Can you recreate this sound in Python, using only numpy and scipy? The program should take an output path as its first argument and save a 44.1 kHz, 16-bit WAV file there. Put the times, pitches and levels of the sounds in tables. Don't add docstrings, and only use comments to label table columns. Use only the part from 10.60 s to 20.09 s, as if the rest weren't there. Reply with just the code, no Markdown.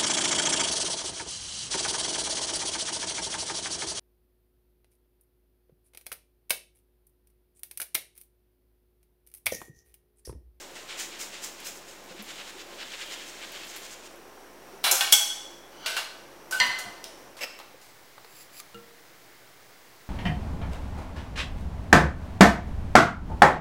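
import sys
import numpy as np
from scipy import signal
from scipy.fft import rfft, irfft, next_fast_len
from scipy.io import wavfile
from scipy.ndimage import map_coordinates

SR = 44100
rng = np.random.default_rng(int(sys.argv[2]) if len(sys.argv) > 2 else 0)


def nominal_scale(level):
    x = np.asarray(level, float) / 20
    return 10 ** x


def generate_wav(signal):
    frames = np.transpose(np.atleast_2d(signal))
    scaled = np.clip(frames, -1, 1) * 32767
    pcm = np.round(scaled).astype(np.int16)
    wavfile.write(sys.argv[1], SR, pcm)


N = 418509

# (time [s], peak [dB], low [dB rel], bright [dB rel], rattle T60 [s])
CLANG = [
    (4.524, -8.5, -1.5, -1.1, 0.089),
]
# (time [s], peak [dB], low [dB rel], bright [dB rel], rattle T60 [s])
REBOUNDS = [
    (5.3587, -38, -8, -10, .03),
    (5.3663, -25.5, 3, -9, 0.077),
    (5.3739, -28.5, 2, -11, 0.34),
]
# (centre [Hz], width [Hz], level [dB])
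BOWL_ZONES = [(3340, 57, 6), (4500, 98, -10), (5480, 28, -12), (5900, 24, -9), (6080, 48, -9),
              (7110, 34, -13), (7840, 41, -5), (9200, 68, -9), (12600, 32, -17), (12700, 34, -14)]
# (frequency [Hz], level [dB], T60 [s])
TICK_RING = [(5240, 1, 0.1)]


def lentils():
    # (time [s], level [dB], snap [dB])
    flicks = [(0.014, -45.5, 2), (0.169, -41, -3), (0.304, -35.5, -7), (0.403, -33, 1.5),
              (0.535, -40.5, -8), (0.617, -37, 3.5), (0.744, -39, -5.5), (0.847, -38.5, 4.5),
              (1.003, -42.5, -6), (1.071, -38.5, 5), (1.165, -55, 8), (1.294, -47, 0.5)]
    # (time [s], level [dB], snap [dB])
    shakes = [(1.512, -44.5, -7), (1.602, -40.5, -13), (1.704, -38, -6.5), (1.804, -38, -16),
              (1.895, -40.5, -4), (2.009, -39, -7), (2.127, -46, -12), (2.22, -33.5, -14),
              (2.339, -36, -10.5), (2.423, -34.5, -7), (2.535, -36, -3.5), (2.618, -41.5, -17),
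              (2.69, -51, 8), (2.837, -37.5, -10), (2.963, -37.5, -9), (3.035, -40, -13), (3.105, -50, 7.5),
              (3.162, -41.5, -1.5), (3.255, -43.5, 1), (3.33, -46.5, 4), (3.462, -47, 0.5)]
    # (fizz [dB], fizz per snap [dB/dB], T60 [s], log T60 per snap [1/dB])
    flick_rule = (-12.5, 1.86, 0.36, -0.076)
    # (fizz [dB], fizz per snap [dB/dB], T60 [s], log T60 per snap [1/dB])
    shake_rule = (-13, 1.3, 0.01, -0.0649)
    # (time [s], level [dB])
    rolling = [
        (0.0, -51),
        (0.46, -54),
        (0.72, -50),
        (1.45, -54),
        (1.77, -44),
        (2.07, -53),
        (2.3, -44),
        (3.27, -45.5),
        (3.6, -63),
    ]
    # (time [s], level [dB], half length [s])
    swirl = [
        (1.8, -53, 0.08),
        (2.25, -47, 0.087),
        (2.528, -42, 0.12),
        (2.998, -47, 0.13),
    ]
    # (frequency [Hz], level [dB])
    heap = [(900, -13), (1500, -4), (2200, -2), (2850, -2), (3150, -1.5), (3500, -3), (4200, -4.5),
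            (5500, -11.5), (8000, -40)]
    # (frequency [Hz], level [dB])
    mesh = [(3500, -27), (4800, -8), (5400, -7), (6200, -6), (7200, -4), (8000, -8), (8800, -11),
            (10000, -17), (13000, -28)]
    # (frequency [Hz], level [dB])
    fizz = [(7000, -30), (9500, -3), (12000, -1), (14500, 0), (15800, -2), (17000, -20)]

    t = np.arange(N) / SR
    power = toss_power(flicks, flick_rule, rise_s=0.016, hold_s=0)
    power += nominal_scale(-2.5) * toss_power(shakes, shake_rule, rise_s=0.024, hold_s=0.014)
    rolling_rel_db = np.array([[0], [-3.5], [-16]])
    power += nominal_scale(level_curve(rolling) + rolling_rel_db) ** 2
    dry = np.zeros(N)
    for layer_power, colour in zip(power, (heap, mesh, fizz)):
        grains = patter(spread_db=2.2, share=0.12)
        dry += np.sqrt(layer_power) * coloured(grains, colour)

    hoop = unit(filtered(patter(spread_db=4, share=0.023), resonances([(3120, 340, 0)])))
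    for s, db, half_s in swirl:
        dry += nominal_scale(db) * np.exp(-((t - s) / half_s) ** 2) * hoop
    wet = signal.fftconvolve(dry, tail())[:N]
    return bassless(nominal_scale(-4.0) * dry + nominal_scale(-13.0) * wet, hz=500)


def toss_power(tosses, rule, rise_s, hold_s):
    fizz_db, fizz_per_snap, settle_s, settle_per_snap = rule
    power = np.zeros((3, N + SR))
    t = np.arange(SR) / SR - 0.1
    for s, db, snap_db in tosses:
        swell = np.exp(-(t / rise_s) ** 2)
        t60 = settle_s * np.exp(settle_per_snap * snap_db)
        settling = nominal_scale(-120 * np.maximum(t - hold_s, 0) / t60)
        rel_db = np.array([[0], [snap_db], [fizz_db + fizz_per_snap * snap_db]])
        power[:, round(s * SR):][:, :SR] += nominal_scale(db + rel_db) ** 2 * np.where(t < 0, swell, settling)
    return power[:, SR // 10:][:, :N]


def water_spray():
    # (time [s], level [dB])
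    drops = [
        (1.003, -46),
        (1.44, -51),
        (1.624, -41),
        (2.92, -43),
        (3.05, -46),
        (3.068, -48),
        (3.163, -39),
        (3.169, -41),
        (3.18, -48),
        (3.56, -52),
    ]
    contacts = [(s, db, 0, 1, 0.025) for s, db in drops]
    spray = hits(contacts, TICK_RING, ring_db=-48, wet_db=-2, air_db=17, split=0.05, crack=0.6)
    return bassless(spray, hz=277)


def strainer_drop():
    # (time [s], peak [dB], low [dB rel], bright [dB rel], rattle T60 [s])
    bounces = [
        (4.2403, -20, 0.5, -9.5, 0.29),
        (4.2674, -27.5, 9, -10, 0.23),
        (4.3131, -14, -15, 8, 0.1),
        (4.4084, -19, -5, -12.5, 0.099),
    ]
    # (frequency [Hz], level [dB], T60 [s])
    hoop = [(756, 7, 0.11), (1510, 2, 0.15), (2570, -24, 0.18), (3000, -7, 0.12), (3840, 1, 0.12),
            (4520, -19, 0.064), (6200, -9, 0.18), (8870, -4, 0.15)]
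    # (centre [Hz], width [Hz], level [dB])
    first_touch = [(2305, 43, -3), (2796, 48, -0.5), (3435, 37, -1.5), (3990, 27, -5), (4090, 37, -6),
                   (5400, 97, -6), (8800, 130, -6), (11000, 240, -12), (11300, 29, -12), (11800, 43, -13)]
    # (centre [Hz], width [Hz], level [dB])
    second_touch = [(899, 92, -3), (3040, 43, -8), (3460, 77, -13), (4100, 40, 4), (4970, 35, -2),
                    (5570, 110, -2), (6460, 52, -1), (7160, 140, -4), (8270, 41, 1), (10000, 49, -15)]
    # (centre [Hz], width [Hz], level [dB])
    third_touch = [(1550, 35, 1), (1850, 27, -11), (2740, 35, -4), (3380, 51, -1), (4560, 30, -4),
                   (5460, 71, -11), (6130, 69, -8), (6600, 33, -8), (7760, 47, -9), (8700, 53, -10)]
    touches = [(bounces[:2], first_touch), (bounces[2:3], second_touch), (bounces[3:], third_touch)]
    drop = np.zeros(N)
    for contacts, zones in touches:
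        drop += hits(contacts, hoop, ring_db=-28.5, wet_db=-1.5, air_db=2.0, split=0.077, crack=0.55,
                     zones=zones, between_db=-8)
    return bassless(drop, hz=277)


def colander_clang():
    # (frequency [Hz], level [dB], T60 [s])
    held_modes = [(824, -17.5, 0.27), (1529, -11.5, 0.21), (2170, -16, 0.35), (2845, -13, .15),
                  (3050, -7, 0.18), (3240, -7.5, 0.18), (3320, -0.5, 0.17), (3380, -1, 0.23),
                  (3457, -6, 0.18), (4603, -15, .25), (5450, -9, .2), (5830, -5, .2), (6095, -5.5, 0.21),
                  (7860, -8, 0.28)]
    clang = hits(CLANG, held_modes, ring_db=-15.5, wet_db=-5.5, air_db=5.5, split=0.0122, crack=0.49,
                 zones=BOWL_ZONES, between_db=-7)
    return bassless(clang, hz=277)


def colander_at_sink():
    # (time [s], level [dB])
    slide = [
        (5.12, -58),
        (5.19, -51.5),
        (5.25, -41.5),
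        (5.27, -30),
    ]
    # (time [s], peak [dB], low [dB rel], bright [dB rel], rattle T60 [s])
    sink_hits = [
        (5.2608, -26, -4, -11, 0.14),
    ]
    # (frequency [Hz], level [dB], T60 [s])
    rim = [(652, -10, 0.28), (1529, 3, 0.12), (1610, -4.5, 0.16), (2140, -10, .12), (2800, -0.5, .1),
           (2920, 5, 0.084), (3380, -3, .1), (3850, -10, .1), (4646, -2, .06), (5500, -11, .1),
           (6030, -4, .08)]
    # (frequency [Hz], level [dB], T60 [s])
    bowl = [(1220, -4, 0.13), (1524, -1, 0.083), (2260, -5, .15), (2780, 1, .12), (2900, -11, 0.12),
            (3410, -2, .18), (3870, -6, .15), (4145, -6, .3), (4330, -6, .1), (4667, -10, 0.11),
            (5500, -11, .15)]
    # (centre [Hz], width [Hz], level [dB])
    sink_zones = [(1480, 39, -5), (2830, 35, -4), (3420, 42, -9), (4240, 30, -11), (4660, 31, -11),
                  (5500, 150, -11), (6100, 72, -17), (7800, 58, -13), (8960, 47, -7)]
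    knocks = hits(sink_hits, rim, ring_db=-16.5, wet_db=1.5, air_db=-1.0, split=0.016, crack=0.47,
                  zones=sink_zones, between_db=-7)
    knocks += hits(REBOUNDS, bowl, ring_db=-17.5, wet_db=-13.0, air_db=-3.0, split=0.0142, crack=0.42,
                   zones=sink_zones, between_db=-1)
    rim_filter = resonances([(hz, 350, db) for hz, db, _ in rim])
    grinding = unit(filtered(patter(spread_db=13, share=0.18), rim_filter))
    return bassless(knocks, hz=277) + nominal_scale(level_curve(slide)) * grinding


def colander_on_counter():
    # (time [s], peak [dB], low [dB rel], bright [dB rel], rattle T60 [s])
    edge_hits = [
        (5.924, -31.5, 0.97, -5, 0.072),
    ]
    # (frequency [Hz], level [dB], T60 [s])
    edge_modes = [(1525, 9, 0.17), (2870, -4, 0.2), (4940, -3, 0.092)]
    # (time [s], peak [dB], low [dB rel], bright [dB rel], rattle T60 [s])
    counter_hits = [
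        (6.0006, -22.5, -5, -6, 0.029),
    ]
    # (frequency [Hz], level [dB], T60 [s])
    foot_modes = [(700, -27, .3), (990, -8, 0.33), (1827, -1, 0.21), (1950, -8.5, 0.22), (2040, 0.5, 0.26),
                  (2850, -6, .2), (3030, -5.5, 0.2), (3180, -4.5, .15), (3600, -12, .15), (4200, -7, .18),
                  (4280, -4.5, 0.16), (4640, -8, 0.14), (4861, -7, .1), (5910, -9, 0.17)]
    clip = hits(edge_hits, edge_modes, ring_db=-14.0, wet_db=5.5, air_db=-1.0, split=0.0285, crack=0.72)
    placed = hits(counter_hits, foot_modes, ring_db=-5.5, wet_db=-6.0, air_db=-13.5, split=0.0135, crack=1.1)
    return bassless(clip + placed, hz=277)


def loose_parts():
    # (time [s], peak [dB], low [dB rel], bright [dB rel], rattle
    # T60 [s])
    small_ticks = [
        (6.4418, -29.5, -22, -2, 0.0066),
        (6.8414, -33.5, 2, -15, 0.01),
        (6.9895, -39.5, 4, -10, 0.029),
                   (4.2355, -42, -3, -5, .015),
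        (4.518, -30, -10, -2.5, .02),
    ]
    # (time [s], peak [dB], low [dB rel], bright [dB rel], rattle T60 [s])
    shivers = [
        (4.527, -17.5, -11, 8, 0.13),
        (6.003, -29, 3, -16, 0.52),
        (6.066, -33, -3, -7, 0.054),
        (6.187, -32.5, 6.5, 0.3, 0.15),
        (6.446, -43, -6, -11, 0.16),
        (6.768, -45.5, 5, -6, 0.36),
        (6.999, -41, 8, -17, 0.1),
        (7.215, -54, -11, -4, 0.47),
    ]
    # (time [s], peak [dB], low [dB rel], bright [dB rel], rattle T60 [s])
    edge_touch = [
        (5.9103, -32, 6.7, 2.5, 0.14),
    ]
    ticks = hits(small_ticks, TICK_RING, ring_db=-23, wet_db=-3.5, air_db=-1.5, split=0.081)
    buzz = hits(shivers[:1], TICK_RING, ring_db=-49, wet_db=-2.5, air_db=-6.0, split=0.05, crack=0.21,
                zones=BOWL_ZONES, between_db=-2)
    soft = hits(shivers[1:] + edge_touch, TICK_RING, ring_db=-49, wet_db=-5.0, air_db=-3.0, split=0.05, crack=0.2)
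    return bassless(ticks + buzz + soft, hz=277)


def dragged_handle():
    # (time [s], level [dB])
    clatter = [
        (6.79, -42),
        (6.802, -58),
        (6.81, -35.5),
        (6.84, -29.5),
        (6.87, -60),
    ]
    # (time [s], peak [dB])
    rim_slips = [
        (6.8089, -29),
        (6.8174, -27),
        (6.8286, -20),
        (6.835, -22),
        (6.842, -19),
        (6.847, -25),
    ]
    # (centre [Hz], width [Hz], level [dB])
    handle_modes = [(490, 140, 1), (2000, 510, -1), (2700, 400, 3.5), (5220, 350, -1.5), (6400, 320, -8.5),
                    (7750, 490, -10), (11000, 1000, -15), (14200, 1500, -16)]
    response = resonances(handle_modes)
    grating = nominal_scale(level_curve(clatter)) * unit(filtered(patter(spread_db=2.0, share=0.049), response))
    knocks = np.zeros(N)
    for s, db in rim_slips:
        knocks[round(s * SR)] = nominal_scale(db + 15)
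    dry = nominal_scale(-1.5) * grating + bassless(filtered(knocks, response), hz=300)
    wet = signal.fftconvolve(dry, tail())[:N]
    return bassless(dry + nominal_scale(-9.0) * wet, hz=250)


def knife():
    # (time [s], level [dB])
    scrapes = [
        [(7.62, -72), (7.68, -63), (7.76, -53), (7.82, -49.5), (7.87, -64)],
        [(7.9, -75), (7.94, -53), (7.976, -48), (7.998, -43), (8.02, -68)],
    ]
    # (centre [Hz], width [Hz], level [dB])
    blade = [(2460, 490, -10), (4800, 480, -6), (7440, 360, -5), (10700, 430, -6.5), (14500, 1500, -10)]
    # (time [s], peak [dB], low [dB rel], bright [dB rel], rattle T60 [s])
    dish_ticks = [
        (7.5805, -43.5, 11, -19, 0.032),
        (7.6466, -43.5, 6, -17, .02),
        (8.0005, -34, -11, -6.5, 0.032),
    ]
    grit = unit(filtered(patter(spread_db=2, share=0.1), resonances(blade)))
    scraping = sum(nominal_scale(level_curve(rows)) for rows in scrapes) * grit
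    return scraping + hits(dish_ticks, TICK_RING, ring_db=-40, wet_db=-9.5, air_db=3.5, split=0.059, crack=0.39)


def pot():
    # (time [s], peak [dB], low [dB rel], bright [dB rel], rattle T60 [s])
    landing = [
        (8.1449, -42, 0.5, -16, 0.0096),
    ]
    # (frequency [Hz], level [dB], T60 [s])
    pot_modes = [(205, -4, .35), (345, -3, .28), (468, -4, .9), (1351, -2, .33), (2830, -7, .22)]
    pairs = []
    for s, *_ in landing:
        for hz, db, t60 in pot_modes:
            for side in (-1, 1):
                pairs.append((s, -48.5 + db, hz * (1 + side * 0.0015), t60))
    struck = hits(landing, pot_modes, ring_db=-18, wet_db=-8.5, air_db=-5, split=0.012)
    return struck + pings(pairs, glide=0, onset_s=0.0018)


def drain():
    # (time [s], level [dB], frequency [Hz], T60 [s])
    glugs = [
        (1.504, -34, 187, 0.074),
        (1.509, -30, 500, 0.066),
        (1.545, -25, 345, 0.042),
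        (1.59, -32, 202, 0.13),
        (1.949, -37.5, 368, 0.15),
        (4.129, -31, 380, 0.067),
    ]
    return nominal_scale(2.0) * pings(glugs, glide=0.74, onset_s=0.018)


def thuds():
    # (time [s], level [dB], frequency [Hz], T60 [s])
    single_modes = [(4.243, -47, 400, 0.1), (4.315, -28.5, 373, 0.12), (4.526, -33.5, 317, 0.095),
                    (6.002, -33, 89, 0.068), (6.005, -40, 202, 0.17), (6.012, -17.5, 984, 0.15),
                    (6.08, -43, 113, 0.13), (6.25, -45, 113, 0.19), (6.259, -39.5, 203, 0.14),
                    (7.143, -23.5, 500, 0.024), (4.412, -21.5, 1552, 0.15), (4.415, -25, 1850, 0.17),
                    (4.318, -26.5, 533, 0.18), (5.37, -28, 2800, 0.14), (5.44, -40, 4145, 0.28),
                    (5.3, -29, 1529, 0.13), (6.035, -37.5, 250, 0.16), (6.245, -40, 705, 0.34),
                    (6.45, -42, 656, .25), (7.646, -34, 454, 0.045), (7.998, -31, 1200, 0.041),
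                    (8.146, -47, 124, 0.23)]
    return pings(single_modes, glide=0, onset_s=0.011)


def rooms():
    # (frequency [Hz], density [dB per Hz])
    sink_air = [(35, -54), (60, -18), (108, -24.5), (281, -4), (427, -2), (469, -3.5), (924, -5.5),
                (1010, -8), (1310, -9.5), (1820, -11.5), (3500, -19.5), (5720, -22.5), (6430, -23.5),
                (16000, -26)]
    # (frequency [Hz], density [dB per Hz])
    corner_air = [(18, -49), (30, -12), (64, -16), (115, -4), (221, -9.5), (300, -3), (404, -3), (1280, -7),
                  (2100, -5.5), (2600, -11.5), (5000, -12.5), (9000, -18), (13500, -18.5), (15300, -14.5)]
    # (centre [Hz], width [Hz], level [dB rel])
    fridge = [(142.6, 11, -21), (197, 4.8, -19.5), (344.5, 3.6, -12.5), (549, 20, -12), (1052, 7.8, -16.5),
              (5700, 350, -15)]
    t = np.arange(N) / SR
    duck_db = np.zeros(N)
    for s, db, *_ in CLANG + REBOUNDS:
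        recovery = (t > s) * np.exp(-np.abs(t - s) / 0.12)
        duck_db -= 0.2 * max(db + 38, 0) * recovery
    rumble = coloured(rng.standard_normal(N), sink_air)
    for hz, width, db in fridge:
        rumble += nominal_scale(db) * unit(filtered(rng.standard_normal(N), resonances([(hz, width, 0)])))
    flutter_db = 0.8 * map_coordinates(rng.standard_normal(100), [np.arange(N) * 9 / SR])
    hum = nominal_scale(-66.5) * np.sin(2 * np.pi * 48.3 * t)
    by_sink = nominal_scale(duck_db) * (nominal_scale(-50 + flutter_db) * rumble + hum)
    by_stove = nominal_scale(-53) * coloured(rng.standard_normal(N), corner_air)
    leave = np.interp(t, (6.6, 7.38), [1, 0])
    arrive = np.interp(t, (6.3, 7.33), [0, 1])
    return leave * by_sink + arrive * by_stove


def tail():
    # (frequency [Hz], T60 [s])
    tiles = [(300, 0.13), (790, 1), (2090, 0.75), (5510, 0.77), (14600, 0.43)]
    hz, t, z = signal.stft(rng.standard_normal(SR * 4 // 5), SR, nperseg=256)
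    decay = nominal_scale(-60 * t / along(tiles, hz)[:, None])
    echo = signal.istft(z * decay, SR, nperseg=256)[1]
    echo[:180] = 0
    return echo / np.linalg.norm(echo)


def hits(contacts, modes, ring_db, wet_db, air_db, split, crack=1.0, zones=None, between_db=0):
    out = np.zeros(N + 2 * SR)
    t = np.arange(SR // 2) / SR
    hz, level_db, life = np.repeat(np.array(modes, float), 9, axis=0).T[..., None]
    fan = np.tile(np.linspace(-1, 1, num=9), len(modes))[:, None]
    for s, db, low_db, mid_db, t60 in contacts:
        high_db = mid_db + air_db
        tone = [(200, low_db - 19.0), (420, low_db - 11.5), (700, low_db), (1500, low_db), (2300, 0),
                (4300, 0.015), (5500, mid_db + 4.5), (8500, mid_db + 2.0),
                (10500, high_db + 2.0), (16000, high_db - 4.0)]
        noise = zoned(coloured(rng.standard_normal(len(t)), tone), zones, between_db)
        rattle = noise * (nominal_scale(-60 * t / t60) + crack * nominal_scale(-60 * t / 0.0033))
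        detune, phase = rng.standard_normal((2, len(hz), 1))
        pitch = hz * (1 + split * (fan + 0.24 * detune))
        partials = nominal_scale(level_db - 60 * t / life) * np.sin(2 * np.pi * pitch * t + 3 * phase)
        ring = np.sum(partials, axis=0) * (1 - np.exp(-t / 0.00046))
        dry = nominal_scale(db) * (rattle + nominal_scale(ring_db) * ring)
        wet = nominal_scale(wet_db) * signal.fftconvolve(dry, tail())
        out[round(s * SR):][:len(wet)] += wet
        out[round(s * SR):][:len(t)] += dry
    return out[:N]


def pings(tones, glide, onset_s):
    out = np.zeros(N)
    t = np.arange(SR // 3) / SR
    for s, db, hz, t60 in tones:
        envelope = nominal_scale(db - 60 * t / t60) * (1 - np.exp(-t / onset_s))
        out[round(s * SR):][:len(t)] += envelope * np.sin(2 * np.pi * hz * t * (1 + glide * t))
    return out


def patter(spread_db, share):
    chance, size = rng.random((2, N))
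    sizes = nominal_scale(-spread_db * np.log(size + 1e-9))
    spikes = unit((chance < share) * sizes * rng.standard_normal(N))
    return spikes + 1.2 * rng.standard_normal(N)


def resonances(peaks):
    def response(f):
        total = 0
        for k, (centre, width, db) in enumerate(peaks):
            damping = 1j * f * width
            total = total + (-1) ** k * nominal_scale(db) * damping / (centre * centre - f * f + damping)
        return total
    return response


def zoned(x, zones, between_db):
    if not zones:
        return x
    peaks = resonances(zones)
    return unit(filtered(x, lambda hz: nominal_scale(between_db) + np.abs(peaks(hz))))


def unit(x):
    return x / np.sqrt(np.mean(x ** 2) + 1e-20)


def along(points, hz):
    f, v = np.transpose(points)
    return np.interp(np.log(hz + 1), np.log(f + 1), v)


def level_curve(rows):
    s, db = np.transpose(rows)
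    return np.interp(np.arange(N) / SR, s, db, left=-140, right=-140)


def filtered(x, response):
    m = next_fast_len(len(x) + 8192)
    return irfft(rfft(x, m) * response(np.fft.rfftfreq(m, 1 / SR)), m)[:len(x)]


def coloured(x, spectrum):
    return unit(filtered(x, lambda hz: nominal_scale(along(spectrum, hz))))


def bassless(x, hz):
    return signal.sosfilt(signal.butter(3, hz, "high", fs=SR, output="sos"), x)


def scene():
    sieving = lentils() + water_spray()
    metal = strainer_drop() + colander_clang() + colander_at_sink() + colander_on_counter()
    small_metal = loose_parts() + dragged_handle()
    stove = knife() + pot()
    return (sieving + metal + small_metal + stove + drain() + thuds() + rooms())[None]


def roll_off(x):
    return signal.sosfilt(signal.butter(12, 16980, fs=SR, output="sos"), x)


def record(dry):
    heard = filtered(dry[0], lambda hz: np.where(hz < 15800, 1, nominal_scale(-34)))[None]
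    overloaded = heard / (1 + np.abs(heard) ** 8) ** (1 / 8)
    return roll_off(overloaded + 0.0011)


dry = scene()
out = record(dry)
generate_wav(out)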